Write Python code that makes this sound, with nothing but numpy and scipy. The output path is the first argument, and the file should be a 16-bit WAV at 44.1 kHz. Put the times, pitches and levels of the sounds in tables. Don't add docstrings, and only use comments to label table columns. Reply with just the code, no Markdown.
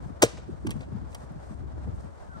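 import sys
import numpy as np
from scipy import signal
from scipy.fft import rfft, irfft
from scipy.io import wavfile
from scipy.ndimage import uniform_filter1d, map_coordinates

SR = 44100
rng = np.random.default_rng(int(sys.argv[2]) if len(sys.argv) > 2 else 0)


def waveform_to_disk(signal):
    frames = np.transpose(np.atleast_2d(signal))
    scaled = np.clip(frames, -1, 1) * 32767
    samples = np.round(scaled).astype(np.int16)
    wavfile.write(sys.argv[1], SR, samples)


def voltage_ratio(level):
    return 10 ** (np.asarray(level, float) / 20)


N = 105840

# (frequency [Hz], level [dB])
LAWN_BALANCE = [(150, 1), (1000, 4.5), (2200, -2), (6000, 3), (8300, -15), (9800, -11), (11200, 4),
                (15000, -1)]
# (frequency [Hz], phase [rad])
LAWN_LEAD = [(0, .2), (700, 1.3), (2500, 3.1), (4000, 5.7), (6000, 6.5), (7000, 9.1), (10000, 16),
             (16500, 27)]
# (frequency [Hz], level [dB])
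WIDE_BALANCE = [(600, -0.5), (4400, 4.5), (8500, -4)]
SCATTER_DB = -22


def read(points, hz):
    f, v = np.transpose(points)
    return np.interp(np.log(hz + 1), np.log(f + 1), v)


def evened(x):
    return x / np.sqrt(np.mean(x ** 2) + 1e-20)


def coloured(x, points):
    return irfft(rfft(x) * voltage_ratio(read(points, np.fft.rfftfreq(N, 1 / SR))), N)


def drift(rate_hz, count):
    spectrum = rfft(rng.standard_normal((count, N)))
    hz = np.fft.rfftfreq(N, 1 / SR)
    x = irfft(spectrum / (1 + (hz / rate_hz) ** 2), N)
    return x / x.std(1, keepdims=True)


def ports(x, y, same, lead, side):
    hz = np.fft.rfftfreq(N, 1 / SR)
    half_balance = voltage_ratio(read(side, hz) / 2)
    shared, unshared = rfft(x), rfft(y)
    lag = np.exp(-1j * np.interp(hz, *np.transpose(lead)))
    right = same * shared * lag + np.sqrt(1 - same ** 2) * unshared
    return irfft(np.array([shared * half_balance, right / half_balance]), N)


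def scatter(x):
    # (frequency [Hz], t60 [s])
    fading = [(300, 0.23), (4000, 0.6), (9000, 0.35), (15000, 0.14)]
    taps = rng.standard_normal((2, SR // 2))
    hz, t, z = signal.stft(taps, SR, nperseg=256)
    decay = voltage_ratio(-60 * t / read(fading, hz)[:, None])
    tail = signal.istft(z * decay, SR, nperseg=256)[1]
    wet = signal.fftconvolve(x[None], tail / np.linalg.norm(tail[0]), axes=1)[:, :N]
    sway_s, sway_hz = 0.00012, (23, 37)
    sway = sum(np.sin(2 * np.pi * f * np.arange(N) / SR) for f in sway_hz)
    at = np.arange(N) + sway_s * SR * sway
    return np.array([map_coordinates(v, [at], order=3) for v in wet])


def knocks(rows, colour, ring):
    # (frequency [Hz], level [dB], t60 [s])
    modes = [(120, 2.5, 0.1), (189.7, -7, 0.036), (260, -5, .03), (360, 4, 0.018), (480, 6.5, 0.05),
             (634, 5.5, 0.0092), (736, -6.5, 0.063), (864.5, 1.5, 0.045), (1030, -6.5, 0.11),
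             (1125, 4.5, .04), (1430, -1, 0.03), (1602, -0.5, .03), (1970, 11.5, 0.038)]
    dull_per_db, split_hz = 4.2, 6200
    t = np.arange(N) / SR
    power, push = np.zeros((2, N)), np.zeros(N)
    for s, crack_db, thump_db, length, hz in rows:
        u = np.maximum(t - s, 0)
        treble_db = dull_per_db * min(crack_db + 27.0, 0)
        both_db = crack_db + np.array([[0], [treble_db]])
        attack = (u / (u + 0.25 * length)) ** 2
        power += voltage_ratio(2 * both_db) * attack * np.exp(-u / length * 1.98)
        turns = np.minimum(u * hz, 2)
        hump = np.sin(np.pi * turns / 2) ** 2
        push -= voltage_ratio(thump_db) * hz / SR * hump * np.sin(2 * np.pi * turns)

    grains = rng.standard_normal(N) * voltage_ratio(3.9 * np.minimum(rng.exponential(1, N), 4))
    snaps = evened(coloured(grains, colour))
    low = signal.filtfilt(*signal.butter(2, split_hz, fs=SR), snaps)
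    crackle = (np.sqrt(power) * [low, snaps - low]).sum(0)

    u = t[:6000]
    shell = sum(voltage_ratio(db - 60 * u / (t60 * ring)) * np.cos(2 * np.pi * hz * u) for hz, db, t60 in modes)
    thump = signal.oaconvolve(push, shell)[:N]
    return 1.56 * crackle + 1.49 * thump


def smash():
    # (time [s], crackle level [dB], thump level [dB], crackle length [s], push pitch [Hz])
    contacts = [(.2170, -37, -36, .005, 666), (.2195, -21, -36.5, 0.0032, 860),
                (.2215, -13.5, -34, 0.0033, 1200), (.2245, -9, -19, 0.00089, 1015),
                (.2290, -7.5, -15, 0.00075, 682), (.2312, -23, -10.5, 0.0036, 450),
                (.2345, -16, -8, 0.0039, 480), (.2370, -38, -20, 0.004, 175),
                (.2410, -37.5, -23.5, .002, 432), (.2455, -26.5, -24.5, 0.0047, 477),
                (.2530, -30.5, -29, 0.0045, 120), (.262, -36, -31, 0.0067, 290),
                (.282, -44, -39, 0.01, 400)]
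    landings = [(.6665, -33, -65, 0.0043, 1300), (.6695, -32, -41, 0.003, 1080),
                (.692, -38.5, -43, 0.0042, 907), (.7072, -39, -60, .0015, 1052),
                (.7112, -35, -44, 0.007, 597), (.8055, -47, -67, 0.0034, 908),
                (.8085, -46, -49, 0.005, 618), (.822, -50.5, -46, 0.016, 615),
                (1.1278, -45, -66, 0.0028, 867), (1.1465, -43, -72, 0.0017, 1000),
                (1.1505, -36, -47, 0.0045, 737), (1.873, -64, -46.5, 0.0045, 600)]
    # (frequency [Hz], level [dB])
    crack_colour = [(500, -13), (1500, -5), (2500, -3.5), (3200, -10), (4500, -8.5), (8000, -11),
                    (11000, -20), (15500, -26)]
    # (frequency [Hz], level [dB])
    grass_colour = [(500, -9), (1600, -5), (2400, 0), (3200, -7.5), (5000, -19), (8000, -6.5),
                    (11000, -10.5), (15500, -24)]
    echo_s, echo_db, echo_hz = 0.150, -34.5, 6600

    blow = knocks(contacts, crack_colour, ring=0.63)
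    direct = blow + knocks(landings, grass_colour, ring=1.0)
    tail = scatter(direct)
    dulled = signal.lfilter(*signal.butter(2, echo_hz, fs=SR), blow)
    echo = np.roll(dulled, round(echo_s * SR)) * voltage_ratio([[2.], [-1.]])
    near = ports(direct, 0 * direct, 1, LAWN_LEAD, LAWN_BALANCE)
    around = ports(tail[0], tail[1], 0.4, LAWN_LEAD, LAWN_BALANCE)
    return near + voltage_ratio(echo_db) * echo + voltage_ratio(SCATTER_DB) * around


def ticks():
    # (frequency [Hz], level [dB], t60 [s])
    ribs = [(2020, -3, .012), (3260, 2.5, 0.02), (3720, -7, 0.01), (4080, -2.5, 0.0068), (4620, -5, 0.016),
            (5280, -7, .018), (5760, -4, .02), (6420, -2.5, .015), (7500, -2, .007), (8505, -3, .007),
            (9660, 2, 0.0081), (11000, -1, .007), (12600, -4, .004), (14700, -5, .005)]
    # (time [s], level [dB], best-rung pitch [Hz], spread [octaves])
    strikes = [(0.222, -23, 9000, 1.2), (0.222, -37, 8100, 0.74), (0.225, -18, 4960, 1.2),
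               (0.224, -22, 9500, 0.71), (.2298, -17.5, 5560, 0.83), (0.236, -21, 6000, 0.36),
               (0.237, -26, 5500, 0.38), (0.24, -32, 8000, .7), (0.246, -31, 6000, 0.63),
               (.2550, -39, 8400, 0.43), (0.26, -45, 8000, 0.65), (0.667, -53, 11000, 0.84),
               (.6700, -42, 11000, .7), (0.6709, -36.5, 4650, .9), (.6705, -57, 2000, 0.56),
               (0.7069, -34, 9600, 0.64), (.7080, -35.5, 3900, 0.83), (0.713, -40.5, 6000, 1.3),
               (.7150, -53, 7000, 1), (0.7197, -58, 3450, .7), (.8060, -53, 7700, 0.31),
               (0.8103, -44, 4200, 0.35), (0.819, -51, 6200, 0.28), (0.8224, -54, 4000, 0.28),
               (0.834, -53, 4200, 0.33), (1.1469, -41, 10500, 0.53), (1.1484, -38.5, 5100, .7),
               (1.1500, -46, 4500, 0.42), (1.151, -45, 10000, .9), (1.154, -62, 4450, .6),
               (1.321, -61.5, 9030, 0.62)]
    u, out = np.arange(1500) / SR, np.zeros(N)
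    hz, db, t60 = np.transpose(ribs)[:, :, None]
    chances = rng.random((len(strikes), 2, len(ribs), 1))
    for (s, tick_db, best_hz, spread), luck in zip(strikes, chances):
        away = np.log2(hz / best_hz) / spread
        rung_db = tick_db + db - 16.0 * away ** 2 + 3.4 * (luck[0] - 0.5)
        rung_hz = hz * (1 + 0.03 * (luck[1] - 0.5))
        ring = voltage_ratio(rung_db - 60 * u / t60) * np.sin(2 * np.pi * rung_hz * u)
        out[round(s * SR):][:len(u)] += ring.sum(0)
    tail = scatter(out)
    near = ports(out, 0 * out, 0.86, LAWN_LEAD, LAWN_BALANCE)
    around = ports(tail[0], tail[1], 0.26, LAWN_LEAD, LAWN_BALANCE)
    return near + voltage_ratio(SCATTER_DB) * around


def grass():
    # (middle time [s], level [dB], length [s])
    brushes = [(0.059, -71, 0.048), (0.499, -76, 0.049), (0.724, -71, 0.15), (1.124, -68, 0.039),
               (1.213, -68.5, 0.06), (1.492, -69.5, 0.11), (1.834, -77.5, 0.061), (1.956, -69, 0.015),
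               (2.009, -67, 0.0041), (2.034, -70.5, 0.044), (2.271, -74.5, 0.18)]
    # (frequency [Hz], level [dB])
    hiss = [(2000, -2), (4500, 10), (8500, 15), (13000, -7.5), (15000, -4), (16500, -21)]
    t = np.arange(N) / SR
    swell = sum(voltage_ratio(db) * np.exp(-((t - s) / length) ** 2) for s, db, length in brushes)
    a, b = (evened(coloured(v, hiss)) for v in rng.standard_normal((2, N)))
    rustle = ports(a, b, 0.52, LAWN_LEAD, WIDE_BALANCE)
    return swell * voltage_ratio(2.1 * drift(100.0, count=1)) * rustle


def gusts():
    # (time [s], level [dB])
    strength = [(0, -45), (.22, -50), (.34, -49), (.42, -48), (.6, -47.5), (.72, -42), (.88, -49.5),
                (1.0, -44), (1.18, -48.5), (1.32, -49.5), (1.45, -48.5), (1.64, -44.5), (1.82, -43),
                (1.95, -41.5), (2.14, -54.5), (2.28, -49), (2.4, -50.5)]
    # (frequency [Hz], level [dB])
    rumble = [(18, -14), (40, -8.5), (65, 4.5), (110, -6.5), (200, -14), (350, -20.5), (1500, -95)]
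    a, b = (coloured(v, rumble) for v in rng.standard_normal((2, N)))
    low = np.array([a, -0.3 * a + b])
    low = low / np.sqrt(uniform_filter1d(low ** 2, size=3000) + 1e-20)
    gust_db = np.interp(np.arange(N) / SR, *np.transpose(strength)) + 6.0
    side_db = 3.5 * np.array([[0.5], [-0.5]])
    return low * voltage_ratio(gust_db + 2.1 * drift(27.0, count=2) + side_db)


def eddies():
    # (time [s], level [dB], pitch [Hz], left over right [dB])
    puffs = [(0.059, -43, 150, 22.5), (0.102, -38, 144, 12), (0.334, -40, 248, 9.5),
             (0.487, -31.5, 276.3, -1), (0.533, -36.5, 157, 6), (0.648, -27, 269.8, -1.5),
             (0.669, -37.5, 209, -9), (0.684, -27.5, 99.3, 2), (0.758, -33, 197.6, 7), (0.8, -35, 93.6, 4),
             (0.875, -39.5, 264, -0.5), (0.921, -31.5, 164, 3.5), (0.952, -32, 166.4, 14.5),
             (0.988, -48.5, 95.5, 8), (1.016, -33.5, 100.8, 3.5), (1.037, -39.5, 148, 9.5),
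             (1.238, -39, 100.7, -2.5), (1.306, -36, 174, 2), (1.358, -36.5, 121.5, 1),
             (1.505, -36, 171, 8.5), (1.608, -40.5, 101.8, 11), (1.645, -36.5, 100.9, 9.5),
             (1.778, -37.5, 101.1, 8.5), (1.873, -30, 151, 7), (2.04, -39, 161, 7.5),
             (2.358, -47.5, 154, 16)]
    # (frequency [Hz], level [dB])
    flutter = [(60, -14), (130, 8), (260, 4), (450, -7.5), (900, -56), (3000, -99)]
    puff_s, flutter_s, flutter_db = 0.014, 0.019, -8.5
    out = np.zeros((2, N))
    chances = rng.random((len(puffs), 2, 3))
    ragged = evened(coloured(rng.standard_normal((2, N)), flutter))
    u = np.arange(5000) / SR
    shape, spread = ((u / w) ** 2 * np.exp(2 - 2 * u / w) for w in (puff_s, flutter_s))
    for (s, db, hz, pan), pair in zip(puffs, chances):
        for c, (turn, glide, late) in enumerate(pair):
            port_db = db + pan * (0.5 - c)
            wobble = 1 + 0.35 * np.sin(2 * np.pi * (late + 42.4 * u))
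            f = hz * (1.084 + 0.166 * glide) * np.exp(-u / 0.088) * wobble
            puff = voltage_ratio(port_db) * shape * np.sin(2 * np.pi * (turn + np.cumsum(f) / SR))
            at = round((s - 0.008 + 0.0041 * late) * SR)
            out[c, at:at + len(u)] += puff[:N - at]
            at -= 400
            rag = ragged[c, at:at + len(u)]
            out[c, at:at + len(u)] += voltage_ratio(port_db + flutter_db) * spread[:N - at] * rag
    return out


def bird():
    # (time [s], pitch [Hz], level [dB])
    call = [
        (2.28, 1560, -100),
        (2.306, 1497, -65.5),
        (2.338, 1466, -66.5),
        (2.352, 1355, -61),
        (2.385, 1287, -68),
        (2.398, 1280, -78),
    ]
    t = np.arange(N) / SR
    s, hz, db = np.transpose(call)
    waver = np.sin(2 * np.pi * 31 * t)
    turn = 2 * np.pi * np.cumsum(np.interp(t, s, hz) * (1 + 0.028 * waver)) / SR
    level = voltage_ratio(np.interp(t, s, db) + 17.5 + 2.4 * waver)
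    return (t > s[0]) * level * np.sin(turn + np.array([[0], [2.6]]))


def wash():
    # (frequency [Hz], level [dB])
    colour = [(180, -6.5), (600, 3), (1500, -9.5), (2600, -25), (5000, -28.5), (8800, -32), (11500, -48),
              (15000, -50)]
    # (frequency [Hz], likeness [0-1])
    likeness = [(200, 0.98), (700, 0.6), (3000, 0)]
    # (frequency [Hz], phase [rad])
    lead = [(0, 2.52), (3600, 1.7)]
    a, b = (coloured(v, colour) for v in rng.standard_normal((2, N)))
    same = np.clip(read(likeness, np.fft.rfftfreq(N, 1 / SR)), 0, 1)
    patches_db = 1.4 * drift(8.2, count=1) + 1.2 * drift(30.0, count=1)
    return voltage_ratio(-50.5 + patches_db) * evened(ports(a, b, same, lead, WIDE_BALANCE))


def scene():
    return smash() + ticks() + grass() + gusts() + eddies() + bird() + wash()


def band_limit(x):
    return signal.sosfilt(signal.butter(12, 16990, fs=SR, output="sos"), x)


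def record(dry):
    # (frequency [Hz], level [dB])
    top_end = [(12500, 0), (13800, 0), (14700, 3), (15700, 2), (16000, -16), (17000, -40)]
    n = np.arange(N)
    fade = np.minimum(np.minimum(n, n[::-1]) / 200, 1)
    low_cut = signal.butter(2, 40, "high", fs=SR, output="sos")
    mix = coloured(signal.sosfilt(low_cut, dry * fade), top_end)
    return band_limit(mix)


dry = scene()
out = record(dry)
waveform_to_disk(out)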